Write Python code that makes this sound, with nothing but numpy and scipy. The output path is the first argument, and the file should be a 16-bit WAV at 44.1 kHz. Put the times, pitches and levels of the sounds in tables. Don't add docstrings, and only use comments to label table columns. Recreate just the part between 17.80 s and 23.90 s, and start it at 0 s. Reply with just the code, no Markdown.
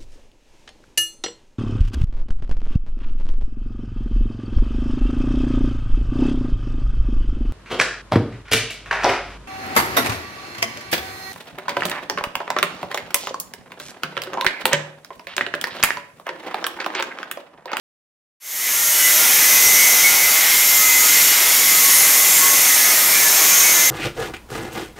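import sys
import numpy as np
from scipy import signal
from scipy.fft import rfft, irfft, next_fast_len
from scipy.io import wavfile
from scipy.ndimage import uniform_filter1d, map_coordinates

SR = 44100
rng = np.random.default_rng(int(sys.argv[2]) if len(sys.argv) > 2 else 0)


def wav_record(signal):
    frames = np.transpose(np.atleast_2d(signal))
    bounded = np.clip(frames, -1, 1)
    quanta = np.round(bounded * 32767).astype(np.int16)
    wavfile.write(sys.argv[1], SR, quanta)


N = 269054

# [t/s, turns per second f/Hz]
SHAFT_SPEED = [(0.7, 157.5), (1.07, 154.0), (1.6, 156.0), (1.95, 157.3), (2.5, 157.5), (2.71, 162.4),
               (2.82, 162.2), (3.1, 157.9), (3.22, 157.4), (3.35, 159.1), (3.7, 161.8), (3.92, 158.5),
               (4.3, 157.3), (4.65, 157.2), (4.8, 156.2), (5.05, 156.1), (5.55, 157.8), (6.1, 158.9)]
# [start t/s, end t/s]
EASED_SPANS = [(2.55, 2.74), (3.5, 3.74)]
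# [f/Hz, relative level/dB]
GRIT_COLOUR = [(25, -76), (112, -25.5), (318, -15.5), (900, -12.5), (1600, -10.5), (2600, -9), (4800, -11),
               (8100, -13.5), (9200, -10.5), (12300, -3.5), (14300, -6.5), (14850, -10), (15400, -9.5),
               (15900, -10), (16500, -60)]
# [f/Hz, width of a single pass f/Hz, relative level/dB]
GUARD_MODES = [(5490, 860, -8), (6380, 830, -9), (7180, 750, -8.5), (8500, 280, -7)]
# [f/Hz, width f/Hz, relative level/dB]
RINGING_MODES = [(5470, 28, -37), (6320, 55, -30), (6970, 55, -31), (7510, 40, -32), (8500, 55, -31),
                 (10170, 45, -34), (10745, 70, -34), (11430, 55, -30), (11886, 60, -33), (12110, 60, -33),
                 (13140, 50, -32), (13850, 55, -31), (14534, 60, -39), (15267, 100, -35), (3000, 120, -40),
                 (3380, 120, -40), (3800, 120, -41), (4400, 120, -41), (5650, 50, -35), (6050, 55, -34),
                 (6620, 60, -34), (12430, 60, -35)]
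# [start t/s, end t/s, row in RINGING_MODES from 0]
SINGING_SPANS = [(0.63, 0.99, 8), (0.63, 1.68, 5), (0.63, 2.48, 4), (0.64, 1.05, 3), (0.72, 1.47, 11),
                 (1.3, 2.4, 19), (1.4, 2.55, 18), (1.48, 2.73, 7), (1.58, 1.97, 8), (1.77, 1.99, 9),
                 (2.39, 2.7, 11), (2.8, 4.1, 3), (3.25, 3.75, 15), (3.85, 5.75, 11), (4.03, 5.08, 6),
                 (4.17, 6.1, 4), (4.23, 5.3, 0), (4.2, 6.1, 2), (4.28, 5.27, 13), (4.3, 5.5, 20),
                 (4.86, 5.81, 10), (5.15, 6.1, 7), (5.49, 6.1, 1), (2.75, 3.4, 20)]
# [t/s, level/dB]
WHINE_LEVEL = [(0.65, -32), (1.17, -31.5), (1.26, -16.5), (1.36, -31), (1.52, -32.5), (1.65, -24.5),
               (2.27, -24.5), (2.6, -22.5), (2.68, -30.5), (3.0, -24.5), (3.18, -19.5), (3.3, -24.5),
               (3.55, -32), (3.77, -44), (3.9, -26.5), (5.03, -26.5), (5.15, -42), (5.72, -33), (5.85, -31),
               (6.05, -23)]
# [start t/s, end t/s, multiple of the shaft rate, level/dB]
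CHATTER_SPANS = [(0.67, 1.15, 12, -32.5), (0.85, 1.08, 11, -34), (0.87, 1.48, 6, -41),
                 (0.89, 1.61, 9, -39.5), (0.91, 1.49, 10, -37.5), (1.05, 1.47, 19, -33.5),
                 (1.229, 1.9, 4, -43), (1.5, 1.65, 14, -37), (1.39, 1.906, 16, -36), (1.222, 1.75, 11, -37),
                 (1.51, 1.75, 15, -39), (1.71, 2.4, 9, -37), (1.72, 2.62, 14, -33), (1.927, 2.133, 14, -25),
                 (2.217, 2.425, 14, -23), (2.35, 2.573, 29, -30), (2.26, 2.47, 15, -30),
                 (2.85, 3.57, 9, -40), (2.95, 3.347, 8, -35), (2.987, 3.29, 16, -32), (3.21, 3.59, 18, -31),
                 (3.49, 3.69, 21, -37), (3.52, 3.72, 14, -34.5), (3.812, 4.95, 7, -36.5),
                 (2.85, 3.29, 6, -42), (3.85, 4.5, 6, -42), (3.87, 4.432, 8, -37.5), (4.22, 4.6, 15, -33),
                 (4.48, 4.72, 11, -32.5), (4.48, 4.72, 14, -36), (4.826, 5.296, 8, -34),
                 (4.844, 5.205, 11, -32.5), (4.87, 5.37, 12, -33), (4.96, 5.1, 14, -27),
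                 (5.27, 5.45, 15, -28), (5.31, 5.565, 11, -28), (5.3, 5.7, 14, -34.5), (5.5, 6.1, 15, -36),
                 (5.74, 5.967, 14, -26.5), (5.475, 6.052, 7, -38.5), (5.72, 6.095, 11, -33),
                 (5.7, 5.9, 16, -35)]

FEED_DB, BODY_DB, RASP_DB, GUARD_DB, BENCH_DB = -13.5, 1.5, 0.5, -4, 3
BODY_DB_PER_S, GUARD_DB_PER_S, RASP_DB_PER_S = 0.5, 0.6, -0.26
EASE_FEED_DB, EASE_BODY_DB, EASE_RASP_DB, EASE_GUARD_DB, EASE_BENCH_DB = -2.05, 2, 3.5, 1, -17
ENTRY_S, ENTRY_BENCH_DB = 1.25, -14
GUARD_WANDER_DB, BODY_WANDER_DB = -0.5, 1.27
BENCH_TOP_HZ, BODY_TOP_HZ, RASP_TOP_HZ = 230.0, 1650, 5100.0
TILE_HZ, TILE_WIDTH_HZ, TILE_DB = 2098, 387, -2.5
CUT_TRIM_DB, RING_TRIM_DB, SING_DB = 5.0, -4.0, 4.5
DRIVE = 1.33
FADE_START_S, FADE_S, TOP_HZ = 0.6, 1.02, 15700


def grit(turns, memory_turns=12.5, repeat=0.17):
    grains = rfft(rng.standard_normal((int(turns[-1]) + 200, 1024)), axis=1)
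    grains[:, :4] = grains[:, 105:] = 0
    worn = signal.lfilter([1], [1, -np.exp(-1 / memory_turns)], grains, axis=0)
    rim = irfft(worn[100:], axis=1)
    rim = np.hstack([rim, rim[:, :1]])
    returning = map_coordinates(rim, [turns, turns % 1 * 1024], order=1)
    fresh = rng.standard_normal(N)
    return np.sqrt(repeat) * unit(returning) + np.sqrt(1 - repeat) * fresh


def grit_hiss(force):
    hz, db = np.transpose(GRIT_COLOUR)
    return shape(force, lambda f: undb(np.interp(np.log(f), np.log(hz), db)))


def tile(force, hiss, turns, body_db, rasp_db, throb=0.033):
    low = below(hiss, BODY_TOP_HZ)
    body = undb(body_db) * (low - below(hiss, BENCH_TOP_HZ))
    ring = shape(force, lambda f: undb(TILE_DB) * peak(f, TILE_HZ, TILE_WIDTH_HZ) ** 2)
    rasp = undb(rasp_db + 1.1 * walk(12.)) * (below(hiss, RASP_TOP_HZ) - low + ring)
    bite = 1 + throb * np.cos(2 * np.pi * turns)
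    return bite * (body + rasp)


def dust_guard(force, guard_db):
    def gain(f):
        return np.sqrt(sum((undb(db) * peak(f, hz, width) ** 2) ** 2 for hz, width, db in GUARD_MODES))
    return undb(guard_db) * shape(force, gain)


def ringing(force, wander_db=3.5):
    total = 0
    for k, (hz, width_hz, db) in enumerate(RINGING_MODES):
        singing = sum(swell(start, end, 0.18) for start, end, mode in SINGING_SPANS if mode == k)
        mode_db = db + wander_db * walk(2.99) + SING_DB * singing
        mode_ring = unit(shape(force, lambda f: peak(f, hz, width_hz)))
        total = total + undb(mode_db) * mode_ring
    return total * undb(RING_TRIM_DB)


def whine(turns):
    return undb(curve(WHINE_LEVEL)) * tone(turns, order=13, flutter_db=1.8)


def chatter(turns):
    total = 0
    for order in sorted({row[2] for row in CHATTER_SPANS}):
        spans = [row for row in CHATTER_SPANS if row[2] == order]
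        level = sum(undb(db) * swell(start, end, 0.16) for start, end, _, db in spans)
        total = total + tone(turns, order, flutter_db=3.5) * level
    return total


def bench(hiss, bench_db):
    return undb(3.5 * walk(6.4) + bench_db) * below(hiss, BENCH_TOP_HZ)


def tone(turns, order, flutter_db, drift_rad=0.62):
    flutter = undb(flutter_db * walk(25.07))
    phase = 2 * np.pi * order * turns + drift_rad * walk(12.)
    return np.sqrt(2) * flutter * np.cos(phase)


def undb(db):
    return 10 ** (np.asarray(db) / 20)


def unit(x):
    return x / np.sqrt(np.mean(np.abs(x) ** 2))


def shape(x, gain):
    size = next_fast_len(N)
    hz = np.arange(size // 2 + 1) * SR / size + 1e-3
    return irfft(rfft(x, size) * gain(hz), size)[:N]


def below(x, edge_hz):
    return shape(x, lambda f: 1 / (1 + (f / edge_hz) ** 4))


def peak(hz, centre_hz, width_hz):
    return 1 / np.sqrt(1 + (2 * (hz - centre_hz) / width_hz) ** 2)


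def walk(rate):
    hold = int(SR / rate)
    steps = np.repeat(rng.standard_normal(N // hold + 1), hold)
    return 1.44 * uniform_filter1d(uniform_filter1d(steps, hold), hold)[:N]


def swell(start, end, edge):
    t = np.arange(N) / SR
    return np.clip(np.minimum(t - start, end - t) / edge + 0.5, 0, 1) ** 2


def curve(table):
    s, values = np.transpose(table)
    return np.interp(np.arange(N) / SR, s, values)


def scene():
    t = np.arange(N) / SR
    turns = np.cumsum(curve(SHAFT_SPEED)) / SR
    eased = sum(swell(start, end, 0.11) for start, end in EASED_SPANS)
    entering = swell(0, ENTRY_S, 0.46)

    force = grit(turns) * undb(FEED_DB + EASE_FEED_DB * eased + 0.5 * walk(9.))
    body_db = BODY_DB + BODY_DB_PER_S * t + EASE_BODY_DB * eased + BODY_WANDER_DB * walk(6.)
    guard_db = GUARD_DB + GUARD_DB_PER_S * t + EASE_GUARD_DB * eased + GUARD_WANDER_DB * walk(5.)
    bench_db = BENCH_DB + EASE_BENCH_DB * eased + ENTRY_BENCH_DB * entering
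    rasp_db = RASP_DB + RASP_DB_PER_S * t + EASE_RASP_DB * eased

    hiss = grit_hiss(force)
    cut = hiss - below(hiss, RASP_TOP_HZ)
    cut = cut + tile(force, hiss, turns, body_db, rasp_db)
    cut = cut + dust_guard(force, guard_db)
    cut = cut + bench(hiss, bench_db)
    sound = undb(CUT_TRIM_DB) * cut + ringing(force) + whine(turns) + chatter(turns)
    return np.array([sound, sound])


def record(dry):
    rounded = np.tanh(DRIVE * dry) / DRIVE
    thin = signal.sosfilt(signal.butter(2, 70., "high", fs=SR, output="sos"), rounded)
    progress = np.clip((np.arange(N) / SR - FADE_START_S) / FADE_S, 0, 1)
    faded = thin * np.sin(np.pi / 2 * progress)
    top_cut = signal.ellip(10, 0.1, 55, TOP_HZ, fs=SR, output="sos")
    return signal.sosfiltfilt(top_cut, faded)


dry = scene()
out = record(dry)
wav_record(out)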